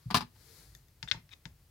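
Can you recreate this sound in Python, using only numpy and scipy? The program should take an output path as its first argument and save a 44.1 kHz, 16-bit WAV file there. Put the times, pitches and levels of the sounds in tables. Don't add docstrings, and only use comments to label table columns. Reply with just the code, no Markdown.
import sys
import numpy as np
from scipy import signal
from scipy.fft import rfft, irfft, next_fast_len
from scipy.io import wavfile
from scipy.ndimage import uniform_filter1d

SR = 44100
rng = np.random.default_rng(int(sys.argv[2]) if len(sys.argv) > 2 else 0)


def digitize_waveform(pressure):
    field = np.atleast_2d(pressure).T
    bounded = np.clip(field, -1, 1)
    quanta = np.round(bounded * 32767).astype(np.int16)
    wavfile.write(sys.argv[1], SR, quanta)


N = 74970

# [f/Hz, angle/rad]
EAR_DIFFERENCE = [(150, .03), (400, 0.075), (1000, 0.42), (3000, 0.56)]


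def amp(db):
    return 10 ** (np.asarray(db) / 20)


def unit(x):
    return x / np.sqrt(np.mean(x ** 2) + 1e-20)


def along(points, hz):
    f, value = np.transpose(points)
    return np.interp(np.log(hz + 1), np.log(f + 1), value)


def clock():
    return np.arange(N) / SR


def fade(t, t60):
    return np.exp(-np.log(1000) * t / t60)


def stroke(start, peak, end):
    return np.interp(clock(), [start, peak, end], [0, 1, 0]) ** 1.24


def colour(x, curve):
    m = 2 * next_fast_len(N)
    log_gain = curve(np.fft.rfftfreq(m, 1 / SR)) * np.log(10) / 20
    cepstrum = irfft(log_gain, m)
    cepstrum[1:m // 2] *= 2
    cepstrum[m // 2 + 1:] = 0
    response = np.exp(rfft(cepstrum))
    return irfft(rfft(x, m) * response, m)[..., :N]


def shaped(x, points):
    return colour(x, lambda hz: along(points, hz))


def tilted(x, tilt_db):
    return colour(x, lambda hz: tilt_db * np.log2(np.clip(hz, 700, 12000) / 2500))


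def noise(points):
    def side_curve(hz):
        angle = np.clip(along(EAR_DIFFERENCE, hz), .01, .78)
        return along(points, hz) + 20 * np.log10(np.tan(angle))

    mid = shaped(rng.standard_normal(N), points)
    side = colour(rng.standard_normal(N), side_curve)
    return unit(np.array([mid + side, mid - side]))


def placed(x, pan):
    left, right = np.broadcast_to(x, (2, N))
    return np.array([colour(left, lambda hz: along(pan, hz) / 2),
                     colour(right, lambda hz: -along(pan, hz) / 2)])


def ring(modes, scatter_db=1.1, in_step=False):
    t = clock()[:SR // 2]
    out = np.zeros((2, N))
    for hz, db, t60 in modes:
        lag = along(EAR_DIFFERENCE, hz) * rng.choice([-1, 1]) * np.array([[0], [2]])
        start_turn = rng.random() * (not in_step)
        tone = np.sin(2 * np.pi * (hz * t + start_turn) + lag)
        onset = 1 - np.exp(-(2 * hz * t) ** 2)
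        level = amp(db + scatter_db * rng.standard_normal())
        out[:, :len(t)] += level * fade(t, t60) * onset * tone
    return out


def add(track, s, sound):
    i = max(0, round(s * SR))
    track[..., i:] += sound[..., :N - i]


def room(x):
    # [f/Hz, t60/s]
    room_t60 = [(150, .25), (1000, .16), (2000, .21), (4000, .18), (12000, .14)]
    build_s = 0.0067
    hz, t, bands = signal.stft(rng.standard_normal((2, SR // 2)), SR, nperseg=256)
    decay = fade(t, along(room_t60, hz)[:, None])
    build = 1 - np.exp(-t / build_s)
    tail = signal.istft(bands * decay * build, SR, nperseg=256)[1]
    return signal.fftconvolve(x, tail / np.linalg.norm(tail[0]), axes=1)[:, :N]


def tool_clatter():
    # [t/s, level/dB, tilt/dB per octave, rise time constant/s, clunk level/dB]
    contacts = [(0.103, -37, -1, 0.0015, 6), (0.108, -31, -1, 0.0015, -10), (0.122, -41, -3, 0.0011, -4),
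                (0.1438, -17.5, 0, 0.0002, 2), (0.1518, -22, 0, 0.0005, -4),
                (0.161, -24.5, 0.5, 0.0006, -14), (0.169, -24.5, 1.5, 0.0005, -12),
                (0.176, -31, 0, 0.0009, -8), (0.2072, -35, -1, 0.0003, 3), (0.2145, -42, -2, 0.0005, 1),
                (0.2225, -42, -2, 0.001, 2), (0.357, -62, -1.5, 0.0016, -20)]
    # [f/Hz, level/dB, t60/s]
    tool_modes = [(240, -4, .1), (375, -16, .12), (420, -19, .11), (715, -12, .08), (868, -6, .07),
                  (1007, -4, .06), (1190, -5, .06), (1750, -9, .06), (2330, -11, .05), (2820, -10, .05),
                  (4140, -10, .045), (4700, -10, .045)]
    # [f/Hz, level/dB]
    crash_colour = [(100, -17.5), (550, -21.5), (850, -2.5), (1150, -0.5), (1400, -2.5), (2000, -9),
                    (2400, -8.5), (4900, -4.5), (6800, -19), (11000, -19), (16000, -27)]
    # [f/Hz, level/dB, t60/s]
    clunk_modes = [(910, -6, 0.04), (1050, 0, 0.025), (4900, -10, 0.018)]
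    # [f/Hz, left over right/dB]
    tool_pan = [(200, -1.5), (800, 6), (2400, 5), (4400, 9), (8000, 1)]
    # [start t/s, peak t/s, end t/s, level/dB]; only its fade to the end is heard
    drag = (-0.37, -0.5, 0.54, -62.5)
    crash_db, crash_t60, grain_db = -2, 0.063, 3.5
    ring_db, room_db = -4.5, -16.5

    t = clock()
    start, peak, end, drag_db = drag
    drag_swell = np.interp(t, [start, peak, end], [0, 1, 0]) ** 2
    out = amp(drag_db) * noise(crash_colour) * drag_swell
    for s, db, tilt_db, rise_s, clunk_db in contacts:
        unevenness = unit(uniform_filter1d(rng.standard_normal(N), size=40))
        chatter = unit(amp(grain_db * unevenness))
        crash = amp(crash_db) * noise(crash_colour) * chatter * fade(t, crash_t60)
        modes = amp(ring_db) * ring(tool_modes)
        clunk = amp(clunk_db) * ring(clunk_modes, in_step=True)
        rise = 1 - np.exp(-t / rise_s)
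        add(out, s, amp(db) * (tilted(crash + modes, tilt_db) + clunk) * rise)
    return placed(out + amp(room_db) * room(out), tool_pan)


def blade_contact(ring_db, edge_hz):
    # [f/Hz, gain/dB]
    snap_colour = [(300, -22.5), (900, -17), (1600, 5.5), (2800, -1), (3700, -10), (5000, -3.5),
                   (7000, -13), (9000, -24.5), (16000, -38)]
    # [f/Hz, level/dB, t60/s]
    blade_modes = [(1570, -11, .025), (1770, -9, .022), (2130, -9, .024), (2480, -12, .018),
                   (2730, -10, .018), (3270, -7, .014), (3500, -3, .018), (3690, 1, .02), (4090, -4, .016),
                   (4500, -10, .014), (5270, -13, .022), (6420, -22, .02)]
    snap_db, housing_db, housing_t60, base_ring_db = 18, -13.5, 0.05, -8
    snap = amp(snap_db) * shaped(signal.unit_impulse(N), snap_colour)
    scatter = amp(housing_db) * noise(snap_colour) * fade(clock(), housing_t60)
    blade_ring = amp(base_ring_db + ring_db) * ring(blade_modes, in_step=True)
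    return colour(snap + scatter + blade_ring, lambda hz: -10 * np.log10(1 + (hz / edge_hz) ** 4))


def scrape(low_hz, high_hz, high_db):
    # [f/Hz, gain/dB]
    grit_colour = [(700, -9.5), (1700, -1.5), (5500, -2.5), (8000, -12), (13000, -31)]
    slips_per_s, squeak_t60, grit_db = 3000, 0.017, -2
    slips = (rng.random(N) < slips_per_s / SR) * rng.choice([-1, 1], N)
    modes = ring([(low_hz, 0, squeak_t60), (high_hz, high_db, squeak_t60)], in_step=True)
    squeak = signal.fftconvolve(slips[None], modes, axes=1)[:, :N]
    grit = amp(grit_db) * unit(shaped(slips, grit_colour))
    return unit(unit(squeak) + grit)


def screwdriver():
    # [t/s, level/dB, tilt/dB per octave, ring level/dB, treble edge f/Hz]
    taps = [(1.0285, -29.5, 4.5, -6, 8000), (1.0764, -41, -3.5, 4, 3440), (1.1134, -18, 3.5, 3, 5100),
            (1.1187, -28, 4.5, 7.5, 4800), (1.292, -50, 2.5, -10, 4950), (1.455, -36, 2.5, -2.5, 10000)]
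    # [start t/s, peak t/s, end t/s, level/dB, lower squeak f/Hz, upper squeak f/Hz, upper level/dB]
    scrapes = [(1.075, 1.088, 1.098, -45.5, 2130, 3640, 2), (1.092, 1.101, 1.109, -52, 1900, 4300, -8),
               (1.302, 1.336, 1.345, -52, 2540, 3750, 2)]
    # [t/s, level/dB]
    ticks = [(0.7505, -46.5), (0.884, -63)]
    # [f/Hz, level/dB, t60/s]
    tick_modes = [(1850, -5.5, 0.034), (3556, -5.5, 0.03), (5073, -6, 0.019), (6470, 2.5, 0.0083),
                  (7690, -7, 0.014), (11630, -3, 0.0067)]
    # [f/Hz, level/dB]
    tick_colour = [(500, -39), (1700, 17), (6500, -15), (9000, -13), (12000, -4), (15000, -10)]
    # [f/Hz, left over right/dB]
    blade_pan = [(200, -11.5), (1000, 5), (4400, 16.5), (8000, 3), (14000, 20)]
    # [f/Hz, gain/dB]
    blade_to_room = [(500, 14), (1200, -3), (2500, -1), (3700, -6), (4800, 1.5), (6500, 5), (12000, 12)]
    tick_snap_db, tick_snap_t60, tick_ring_db, room_db = -6, 0.009, -1.5, -12

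    t = clock()
    out = np.zeros((2, N))
    for s, db, tilt_db, ring_db, edge_hz in taps:
        add(out, s, amp(db) * tilted(blade_contact(ring_db, edge_hz), tilt_db))
    for start, peak, end, db, low_hz, high_hz, high_db in scrapes:
        out += amp(db) * scrape(low_hz, high_hz, high_db) * stroke(start, peak, end)
    for s, db in ticks:
        snap = amp(tick_snap_db) * noise(tick_colour) * fade(t, tick_snap_t60)
        add(out, s, amp(db) * (snap + amp(tick_ring_db) * ring(tick_modes)))
    answer = placed(room(shaped(out, blade_to_room)), [(300, 2), (3000, 3.6)])
    return placed(out, blade_pan) + amp(room_db) * answer


def bench():
    # [t/s, level/dB, swell time/s, f/Hz]
    thumps = [(0.058, -24.5, 0.015, 133), (0.107, -27, 0.011, 192), (0.1429, -18.5, 0.012, 138),
              (0.168, -24, 0.0093, 136.5), (0.21, -33, 0.0073, 190), (0.23, -35, 0.0076, 146),
              (1.03, -35, 0.014, 144.4), (1.116, -37, 0.0088, 138), (1.146, -36, 0.016, 148),
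              (1.171, -37.5, 0.009, 147), (1.455, -32.5, 0.014, 145.5), (1.505, -44.5, 0.016, 84.9)]
    # [f/Hz, level/dB, t60/s]
    bench_modes = [(59, -19.5, 0.2), (118, -24, 0.14), (232, -19.5, 0.08)]
    # [t/s, level/dB]
    knocks = [(1.030, -46.5), (1.114, -43.5), (1.144, -42.5), (1.172, -52.5), (1.456, -50.5)]
    # [f/Hz, level/dB]
    casing_colour = [(80, 5), (220, -4.5), (420, -16), (600, -18.5), (900, -15.5), (2500, -31), (8000, -71)]
    # [f/Hz, level/dB, t60/s]
    casing_modes = [(903, -4, 0.065)]
    casing_t60, room_db = 0.14, -13

    t = clock()
    out = np.zeros((2, N))
    for s, db, swell_s, hz in thumps:
        u = t / swell_s
        thud = u * np.exp(-u ** 2) * np.sin(2 * np.pi * hz * t)
        top_ring = ring(bench_modes) * (1 - np.exp(-u ** 2))
        add(out, s, amp(db) * (thud + top_ring))
    for s, db in knocks:
        mutter = noise(casing_colour) * fade(t, casing_t60) * (1 - np.exp(-t / 0.0015))
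        add(out, s, amp(db) * (mutter + ring(casing_modes, in_step=True)))
    answer = room(out)[0]
    return placed(out + amp(room_db) * answer, [(200, 1.1), (900, 9.3)])


def clothing():
    # [t/s, level/dB]
    swish = [(0, -73), (0.3, -76.5), (0.421, -64), (0.499, -60.5), (0.6, -59), (0.68, -65), (0.763, -69),
             (0.861, -79)]
    # [f/Hz, level/dB]
    cloth_colour = [(200, -1.5), (440, 4.5), (600, -5.5), (1300, -4.5), (1900, -0.5), (2900, -9), (4400, 1),
                    (6500, -4), (9000, -5.5), (11300, -3), (15500, -9)]
    # [f/Hz, left over right/dB]
    cloth_pan = [(400, 10), (2000, 6), (4400, 10.5), (9000, 7.5)]
    # [start t/s, peak t/s, end t/s, f/Hz]
    rub_stroke = (0.45, 0.51, 0.56, 447)
    rub_db, waver_share = -64.5, 0.01

    start, peak, end, hz = rub_stroke
    waver = unit(uniform_filter1d(rng.standard_normal(N), size=500))
    pitch = hz * (1 + waver_share * waver)
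    tone = np.sin(2 * np.pi * np.cumsum(pitch) / SR)
    rub = amp(rub_db) * stroke(start, peak, end) * tone
    level = amp(np.interp(clock(), *np.transpose(swish)))
    return placed(level * noise(cloth_colour) + rub, cloth_pan)


def grip():
    # [t/s, level/dB]
    grip_level = [(0.54, -85), (0.599, -57.5), (0.661, -60.5), (0.73, -57.5), (0.8, -63.5), (0.9, -77)]
    # [f/Hz, level/dB]
    grip_colour = [(20, -18), (50, 6.5), (85, -6), (150, -3.5), (220, -26.5), (400, -27.5), (1500, -54.5)]
    return amp(np.interp(clock(), *np.transpose(grip_level))) * noise(grip_colour)


def background():
    # [f/Hz, level/dB]
    rumble_colour = [(20, -8), (50, 2.5), (85, 3.5), (140, 0), (210, -18), (400, -23), (1000, -37.5),
                     (4000, -67)]
    # [f/Hz, level/dB]
    hiss_colour = [(100, 8.5), (500, 4.5), (1000, 1.5), (3000, -1), (8000, -4.5), (15000, -1.5)]
    rumble_db, hiss_db = -64.5, -70
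    rumble = amp(rumble_db) * noise(rumble_colour)
    hiss = amp(hiss_db) * noise(hiss_colour)
    return placed(rumble + hiss, [(60, 1.7), (400, 1.1), (8000, 1.2)])


def scene():
    return tool_clatter() + screwdriver() + bench() + clothing() + grip() + background()


def record(dry):
    low_cut_hz, top_hz = 35, 15900
    m = 2 * next_fast_len(N)
    high_pass = signal.butter(2, low_cut_hz, 'high', fs=SR, output='sos')
    thinned = signal.sosfilt(high_pass, dry)
    hz = np.fft.rfftfreq(m, 1 / SR)
    band_limit = 1 / np.sqrt(1 + (hz / top_hz) ** 200)
    return irfft(rfft(thinned, m) * band_limit, m)[:, :N]


dry = scene()
out = record(dry)
digitize_waveform(out)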